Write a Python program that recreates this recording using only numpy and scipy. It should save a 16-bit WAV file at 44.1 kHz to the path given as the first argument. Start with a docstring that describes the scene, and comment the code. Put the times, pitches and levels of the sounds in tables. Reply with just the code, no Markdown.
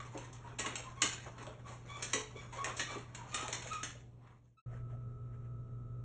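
"""Claws clack and paws scuff on kitchen tile as two dogs wrestle, one giving thin, whistling whimpers.
Nails tick and ring, pads thud, and each landing booms in the hollow cabinets; the hard walls echo
and an appliance hums underneath. The kitchen fades out and, after a breath of silence, a quiet yard
cuts in: a droning machine, two far yelps and dogs bounding through rustling leaves."""
import sys
import numpy as np
from scipy import signal
from scipy.fft import rfft, irfft, next_fast_len
from scipy.io import wavfile
from scipy.ndimage import uniform_filter1d

SR = 44100
rng = np.random.default_rng(int(sys.argv[2]) if len(sys.argv) > 2 else 0)


def materialize(psi):
    """Save the field psi as 16-bit PCM at rate SR to the path in sys.argv[1].

    A 1-D psi becomes a single channel; in a 2-D psi each row is a channel.
    """
    bounded = np.clip(np.atleast_2d(psi).T, -1, 1)
    quanta = np.round(bounded * 32767).astype(np.int16)
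    wavfile.write(sys.argv[1], SR, quanta)


N = 266364
TIME = np.arange(N) / SR

# Event levels are pre-fader: each layer gets its own gain in the mix.
# claws striking tile: (time [s], level [dB], scrape time [s], dullness as knock over tick [dB])
CLAW_HITS = [(0.001, -50.5, 0.0041, 15), (0.175, -47, 0.0044, -1), (0.244, -58.5, .009, 2),
             (0.3271, -62.5, .009, -17), (0.362, -62.5, 0.0071, 15.5), (0.585, -37, 0.018, 2.5),
             (0.659, -37, 0.0068, 6), (0.7548, -35.5, 0.004, -2), (1.0178, -25, 0.0072, -1),
             (1.178, -54, 0.0085, 14), (1.262, -65, 0.0078, 15.5), (1.379, -56.5, 0.012, 10.5),
             (1.4247, -62, 0.0072, -15), (1.4665, -49, 0.0035, 8.5), (1.66, -62, 0.08, 4),
             (2.0228, -35.5, 0.0094, -2), (2.132, -29, 0.0071, -1.5), (2.523, -53.5, 0.017, 6),
             (2.643, -33.5, 0.0046, 4.5), (2.679, -51, 0.011, 17), (2.765, -51.5, 0.018, -14),
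             (2.793, -34.5, 0.013, 6.5), (3.147, -45, 0.0069, 2.5), (3.3421, -33, 0.0068, 0),
             (3.376, -45, 0.009, 15), (3.424, -47, 0.0058, 9), (3.4809, -35, 0.0015, 5),
             (3.526, -34, 0.0076, 2.5), (3.6201, -47.5, .011, 5.5), (3.6687, -47, 0.0092, 3),
             (3.7298, -42.5, 0.0058, 3), (3.83, -36, 0.0063, 2.5), (3.842, -43.5, 0.0062, 3.5),
             (4.2708, -65.5, .007, 21.5)]
# paw pads landing: (time [s], level [dB], resonance [Hz])
PAW_LANDINGS = [(0.147, -40, 406), (0.593, -44, 290), (0.6627, -43.5, 317), (1.0289, -39, 340),
                (1.2574, -50.5, 500), (1.468, -46.5, 507), (1.491, -49.5, 630), (2.1393, -42.5, 336),
                (2.351, -47.5, 330), (2.672, -47.5, 390), (2.8007, -48.5, 288), (2.956, -41.5, 332),
                (3.34, -50.5, 368), (3.423, -46, 338), (3.482, -45, 510), (3.654, -47.5, 650),
                (3.951, -57, 400)]
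# feet and coats sliding: (peak time [s], swell time [s], swish level [dB], grit level [dB])
SLIDES = [(0.06, 0.14, -71, -61), (0.201, 0.16, -52, -64), (0.50, 0.052, -54, -70), (0.70, 0.084, -47, -69),
          (0.88, 0.056, -57, -60.5), (1.119, 0.09, -55, -50), (1.28, 0.017, -47, -57),
          (1.405, 0.043, -51, -67), (1.70, .04, -52, -59.5), (1.954, 0.084, -53.5, -58.5),
          (2.06, 0.11, -56, -54), (2.20, .04, -50, -66), (2.404, 0.049, -51.5, -56),
          (2.575, 0.064, -49, -52.5), (2.685, 0.067, -43.5, -60), (2.77, .04, -53, -52),
          (2.925, 0.044, -47.5, -49.5), (3.01, 0.049, -57.5, -64), (3.205, 0.078, -52, -67),
          (3.305, 0.047, -73, -59.5), (3.411, 0.067, -49, -49), (3.555, 0.056, -51, -58),
          (3.71, 0.069, -61, -51), (3.88, 0.063, -68, -54), (4.28, 0.059, -56.5, -80),
          (4.45, 0.086, -77, -72.5)]
# dog calls, near and far: (time [s], length [s], pitch [Hz], glide [Hz], level [dB], overtones [dB])
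KITCHEN_WHIMPERS = [(0.0, 0.014, 1174, -38, -47, -9), (0.121, 0.087, 920, -28, -53, -21),
                    (0.44, 0.046, 974, -36, -52.5, -17.5), (0.635, 0.056, 1072, -33, -46, -20),
                    (0.843, 0.052, 1036, -36, -51, -21.5), (0.958, 0.12, 1104, 39.5, -51, -11.5),
                    (1.64, 0.075, 1134, -17, -53, -17.5), (1.874, .12, 1162, 28, -53, -0.5),
                    (2.352, 0.072, 1145, 6, -58.5, 4.5), (2.522, 0.042, 977, 44, -50, -25),
                    (2.575, 0.064, 1118, -22, -42.5, -13.5), (2.696, 0.04, 1080, -84, -51, -27.5),
                    (2.865, .11, 1169, -60.5, -48, -5), (3.17, 0.082, 950, -100, -53, -32.5),
                    (3.323, 0.054, 1224, 25, -43.5, -9.5), (3.395, 0.058, 1265, 10, -46, -11.5),
                    (3.441, 0.031, 873, -4, -45.5, -18), (3.70, .08, 1252, -12, -40.5, -11.5),
                    (3.765, .06, 1245, -8, -45.5, -27), (4.567, 0.06, 1300, 49, -41, -9)]
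YARD_YELPS = [(4.68, 0.091, 595, -47, -60.5, -21), (4.915, 0.068, 611, -75, -63, -21)]
# far bounds through leaves: (peak time [s], swell time [s], level [dB])
LEAF_BOUNDS = [(4.75, 0.049, -64.5), (4.92, 0.036, -68.5), (5.01, .03, -78), (5.11, .03, -82),
               (5.34, 0.061, -73.5), (5.46, 0.028, -76), (5.73, .03, -83.5)]
# tone colours of the contacts and the background beds: (frequency [Hz], relative level [dB])
NAIL_TICK_EQ = [(200, -35), (1000, -18), (2500, -10), (4000, -5), (5500, -4), (6800, 3), (8400, -6.5),
                (10000, -32)]
NAIL_KNOCK_EQ = [(100, -33), (280, -2), (700, -3), (1200, 1), (2100, 2.5), (3200, -1.5), (4500, -8.5),
                 (9000, -33.5)]
FUR_SWISH_EQ = [(100, -33.5), (250, -8.5), (430, -3), (680, -5), (1050, -1), (1450, -7.5), (2300, -14),
                (4000, -25.5), (9000, -35)]
TILE_GRIT_EQ = [(500, -25.5), (1500, -0.5), (2400, 0), (3600, -5.5), (5400, -5), (6800, 1), (8200, -11),
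                (10000, -11)]
LEAF_RUSTLE_EQ = [(200, -13), (600, -2), (1000, -1), (1500, 1), (2100, -3.5), (2800, -9.5), (4000, -24.5),
                  (7000, -18.5), (9000, -27.5)]
ROOM_TONE_EQ = [(15, -8), (45, 4), (70, 4), (100, 3), (180, -0.5), (350, -9), (700, -16), (1500, -33.5),
                (4000, -38.5), (9000, -45)]
YARD_RUMBLE_EQ = [(15, -48.5), (25, -6), (70, -12), (124, -4.5), (147, -11.5), (175, -17), (308, -25.5),
                  (414, -25.5), (911, -42), (1290, -36), (1530, -49), (4860, -63), (6860, -58.5),
                  (9000, -67.5), (11700, -104), (19800, -120)]
# low modes of the hollow cabinets: (frequency [Hz], relative level [dB], time to fall 60 dB [s])
CABINET_MODES = [(269, -8, .21), (350, -12, .16), (431, -2, .36), (478, -6, .34), (525, -4, .2)]
# kitchen reverb: (frequency [Hz], time to fall 60 dB [s])
WALL_DECAY = [(150, 0.24), (500, 0.38), (1400, 0.38), (3500, 0.4), (8000, 0.28)]
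# steady hums, indoors and out: (frequency [Hz], level [dB])
APPLIANCE_TONES = [(120, -54), (239.8, -77), (431, -81)]
YARD_MACHINE_TONES = [(60, -60.5), (119.8, -46), (239, -68), (357.3, -74), (416, -70), (479.6, -81),
                      (534.6, -76.5), (653, -77.5), (1249, -74.5), (1308, -69), (1427, -86.5), (3801, -100)]


def claws(nail_hz=2444, dull_db_per_octave=17.5, min_rise_s=.00052, grain_db=1.5):
    """Nails strike tile: a bright, grainy tick, a duller knock and a short ring."""
    t = np.arange(SR // 6) / SR
    tick, knock, ring = np.zeros((3, N))
    for s, db, scrape_s, dull_db in CLAW_HITS:
        rise_s = min_rise_s + .24 * scrape_s  # longer scrapes have a softer attack
        ring_hz = nail_hz * 2 ** (-dull_db / dull_db_per_octave)  # duller hits ring lower
        envelope = np.minimum(t / rise_s, 1) * np.exp(-(np.maximum(t - rise_s, 0) / scrape_s) ** 2)
        rms = np.sqrt(np.mean(envelope ** 2))
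        tick_noise, knock_noise, ring_noise = envelope * rng.standard_normal((3, len(t)))
        grain = amp(grain_db * wander(820, len(t)))
        add(tick, s, amp(db - dull_db / 2) * rms * unit(tick_noise * grain))
        add(knock, s, amp(db + dull_db / 2) * rms * unit(knock_noise))
        add(ring, s, amp(db + dull_db / 2) * rms * unit(band(ring_noise, ring_hz, damping=.2)))
    return (amp(-1) * colour(tick, NAIL_TICK_EQ) + amp(-5.5) * colour(knock, NAIL_KNOCK_EQ)
            + amp(-10) * ring)


def paws(attack_s=.00675):
    """Pads thud: a short, soft push into a heavily damped low resonance."""
    t, out = np.arange(SR // 5) / SR, np.zeros(N)
    push = t / attack_s * np.exp(1 - t / attack_s)
    for s, db, hz in PAW_LANDINGS:
        thud = band(push * rng.standard_normal(len(t)), hz, damping=.4)
        add(out, s, amp(db) * thud * np.linalg.norm(push) / np.linalg.norm(thud))
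    return out


def scuffle(grains_per_s=3000, still_s=3.95, settle_s=.05):
    """Pads and fur swish in uneven strokes while dragging nails add a fine grit."""
    clumps = amp(2.5 * wander(30, N))
    swish = patchy(colour(rng.standard_normal(N) * clumps, FUR_SWISH_EQ), patch_db=3)
    grains = rng.standard_normal(N) * amp(3 * np.minimum(rng.exponential(1, N), 4))
    grains *= rng.random(N) < grains_per_s / SR
    grit = patchy(colour(grains * clumps, TILE_GRIT_EQ), patch_db=4)
    s, swell_s, swish_db, grit_db = np.transpose(SLIDES)
    shuffling = (1 - np.tanh((TIME - still_s) / settle_s)) / 2  # dies as the dogs come to a stand
    return (swish * strokes(zip(s, swell_s, swish_db), floor=amp(-64) * shuffling)
            + grit * strokes(zip(s, swell_s, grit_db), floor=amp(-76) * shuffling))


def whimpers(calls, jitter, flutter=.65, rough_at_1khz=.65):
    """Thin nasal whistles: the lower the call, the more roughness shakes its pitch and loudness."""
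    out = np.zeros(N)
    for s, length_s, pitch_hz, glide_hz, db, overtone_db in calls:
        n = int(length_s * SR)
        rough = min(rough_at_1khz * (1000 / pitch_hz) ** 3.8, 1)
        contour_hz = pitch_hz + glide_hz * np.linspace(-.5, .5, n)
        hz = contour_hz * (1 + jitter * rough * wander(180, n))
        phase = 2 * np.pi * np.cumsum(hz) / SR
        upper = sum(np.sin(k * phase) for k in (4, 5, 6))
        rasp = unit(sum(band(rng.standard_normal(n), k * pitch_hz, damping=.05) for k in (2, 3)))
        overtones = np.sin(2 * phase) + amp(-5) * np.sin(3 * phase) + amp(-17) * upper + amp(-14) * rasp
        voice = np.sin(phase) + amp(overtone_db) * overtones
        envelope = signal.windows.tukey(n, .5) * unit(1 + flutter * rough * wander(130, n))
        add(out, s, np.sqrt(2) * amp(db) * envelope * voice)
    return out


def cabinets(rise_s=.007, coupling_db=-15.5, bump_s=2.1395, bump_db=-36):
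    """Paw landings, and one body bump, set the hollow cabinets booming at their low modes."""
    t, out = np.arange(SR // 2) / SR, np.zeros(N)
    ring = sum(amp(db - 60 * t / t60) * np.sin(2 * np.pi * hz * t) for hz, db, t60 in CABINET_MODES)
    ring *= 1 - np.exp(-t / rise_s)
    for s, db, _ in PAW_LANDINGS:
        add(out, s, amp(db + coupling_db) * ring)
    add(out, bump_s, amp(bump_db) * ring)
    return out


def wall_echoes(send, predelay_s=.0028, echoes_per_s=4000, patterns=4, shifts_per_s=5):
    """Hard walls: dense echoes die band by band, their pattern shifting as the dogs move about."""
    size, out = SR * 3 // 4, np.zeros(N)
    for k in range(patterns):
        taps = rng.standard_normal(size) * (rng.random(size) < echoes_per_s / SR)
        taps *= np.arange(size) > predelay_s * SR
        hz, t, bands = signal.stft(taps, SR, nperseg=256)
        decay = amp(-60 * t / curve_at(WALL_DECAY, hz)[:, None])
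        tail = signal.istft(bands * decay, SR, nperseg=256)[1]
        away = abs((TIME * shifts_per_s - k) % patterns - patterns / 2)
        crossfade = np.cos(np.pi / 2 * np.minimum(away, 1))
        out += signal.oaconvolve(send * crossfade, tail / np.linalg.norm(tail))[:N]
    return out


def leaves():
    """Far-off dogs run through leaves: a flickering rustle swells with each bound."""
    flicker = rng.standard_normal(N) * amp(2 * wander(50, N))
    rustle = patchy(colour(flicker, LEAF_RUSTLE_EQ), patch_db=2.5)
    return rustle * strokes(LEAF_BOUNDS, floor=amp(-92.5))


def machine_hum(tones, waver, drift_hz):
    """A running machine: steady tones that waver slightly in level and pitch."""
    drift_cycles = drift_hz * np.cumsum(wander(.77, N)) / SR
    return sum(np.sqrt(2) * amp(db) * (1 + waver * wander(12, N))
               * np.sin(2 * np.pi * (hz * TIME + drift_cycles + rng.random())) for hz, db in tones)


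def air(eq):
    """A steady bed of shaped noise, rms 1."""
    size = 2 * next_fast_len(N // 2 + 1)
    gain = amp(curve_at(eq, np.fft.rfftfreq(size, 1 / SR)))
    return unit(irfft(rfft(rng.standard_normal(size)) * gain)[:N])


def strokes(rows, floor, release_ratio=1.15):
    """Envelope of sliding strokes: each swells, then dies a little more slowly, over a low floor."""
    power = floor ** 2
    for s, swell_s, db in rows:
        from_peak = (TIME - s) / np.where(TIME < s, swell_s, swell_s * release_ratio)
        power = power + amp(db) ** 2 / (1 + from_peak ** 2 / 2) ** 4
    return np.sqrt(power)


def patchy(x, patch_db, frames=9, bins=4):
    """Rubbing contacts keep shifting, so brief resonances come and go in the noise."""
    bands = signal.stft(x, SR, nperseg=512, noverlap=384)[2]
    patches = rng.standard_normal(bands.shape)
    for _ in range(2):
        patches = uniform_filter1d(uniform_filter1d(patches, frames, axis=1), bins, axis=0)
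    gain = amp(patch_db * np.clip(unit(patches), -2, 2))
    return unit(signal.istft(bands * gain, SR, nperseg=512, noverlap=384)[1][:N])


def band(x, hz, damping):
    """A resonance around hz; more damping widens it."""
    edges_hz = [hz / (1 + damping), hz * (1 + damping)]
    return signal.sosfilt(signal.butter(2, edges_hz, "band", fs=SR, output="sos"), x)


def colour(x, eq, size=2048):
    """Minimum-phase EQ of unit energy, which keeps attacks crisp."""
    log_gain = np.log(amp(curve_at(eq, abs(np.fft.fftfreq(size, 1 / SR)))))
    taps = np.fft.ifft(np.exp(np.conj(signal.hilbert(log_gain)))).real[:size // 2]
    return signal.oaconvolve(x, taps / np.linalg.norm(taps))[:len(x)]


def wander(rate_hz, size):
    """Smooth random modulation, rms about 1, moving at up to about rate_hz."""
    position = np.arange(size) / SR * rate_hz * 4
    knots = rng.standard_normal(int(position[-1]) + 200)
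    smooth = uniform_filter1d(uniform_filter1d(knots, 3), 3)
    return np.interp(position, np.arange(len(smooth)), unit(smooth))


def curve_at(points, hz):
    """Reads a curve on a log-frequency axis."""
    point_hz, values = np.transpose(points)
    return np.interp(np.log(hz + 1), np.log(point_hz + 1), values)


def add(mix, s, sound):
    """Mixes a sound in at s seconds."""
    part = mix[max(round(s * SR), 0):][:len(sound)]
    part += sound[:len(part)]


def amp(db):
    """Decibels to gain."""
    return 10 ** (np.asarray(db) / 20)


def unit(x):
    """Scales to rms 1."""
    return x / np.sqrt(np.mean(x ** 2) + 1e-20)


def kitchen():
    """The dogs up front, cabinets and walls ringing behind them, hum and room tone underneath."""
    clack, thud, whine, rub = claws(), paws(), whimpers(KITCHEN_WHIMPERS, jitter=.055), scuffle()
    direct = clack + amp(-1) * thud + amp(-2.5) * whine + amp(-3) * rub
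    send = amp(.5) * clack + amp(-5.5) * thud + amp(-6) * whine + amp(-10) * rub
    ringing = wall_echoes(send) + cabinets()
    hum = machine_hum(APPLIANCE_TONES, waver=.08, drift_hz=.4)
    return direct + ringing + hum + amp(-57) * air(ROOM_TONE_EQ)


def yard():
    """A machine drones over low outdoor rumble; far off, leaves rustle and two yelps sound."""
    rustle = leaves()
    drone = machine_hum(YARD_MACHINE_TONES, waver=.15, drift_hz=.3)
    rumble = amp(-52.5) * air(YARD_RUMBLE_EQ)
    return drone + rumble + rustle + whimpers(YARD_YELPS, jitter=.14)


def scene(kitchen_end_s=4.618, fade_s=.68, yard_start_s=4.66, cut_s=.0016):
    """The kitchen fades out; after a moment of silence the yard cuts in."""
    fade_out = np.clip((kitchen_end_s - TIME) / fade_s, 0, 1) ** .94
    cut_in = np.clip((TIME - yard_start_s) / cut_s, 0, 1)
    return (kitchen() * fade_out + yard() * cut_in)[None]


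def record(dry, notch_hz=4830, notch_db=-22, shelf_hz=8900, shelf_db=-22, cutoff_hz=9920):
    """Master EQ: a narrow treble notch, a high shelf cut and a steep low-pass."""
    hz = np.linspace(0, SR / 2, 1025)
    notch = notch_db * np.exp(-((hz - notch_hz) / 270) ** 2)
    shelf = shelf_db * (1 + np.tanh((hz - shelf_hz) / 130)) / 2
    eq = signal.firwin2(1023, hz, amp(notch + shelf), fs=SR)
    lowpass = signal.firwin(255, cutoff_hz, window=("kaiser", 8), fs=SR)
    return signal.oaconvolve(dry, np.convolve(eq, lowpass)[None], "same")


dry = scene()
out = record(dry)
materialize(out)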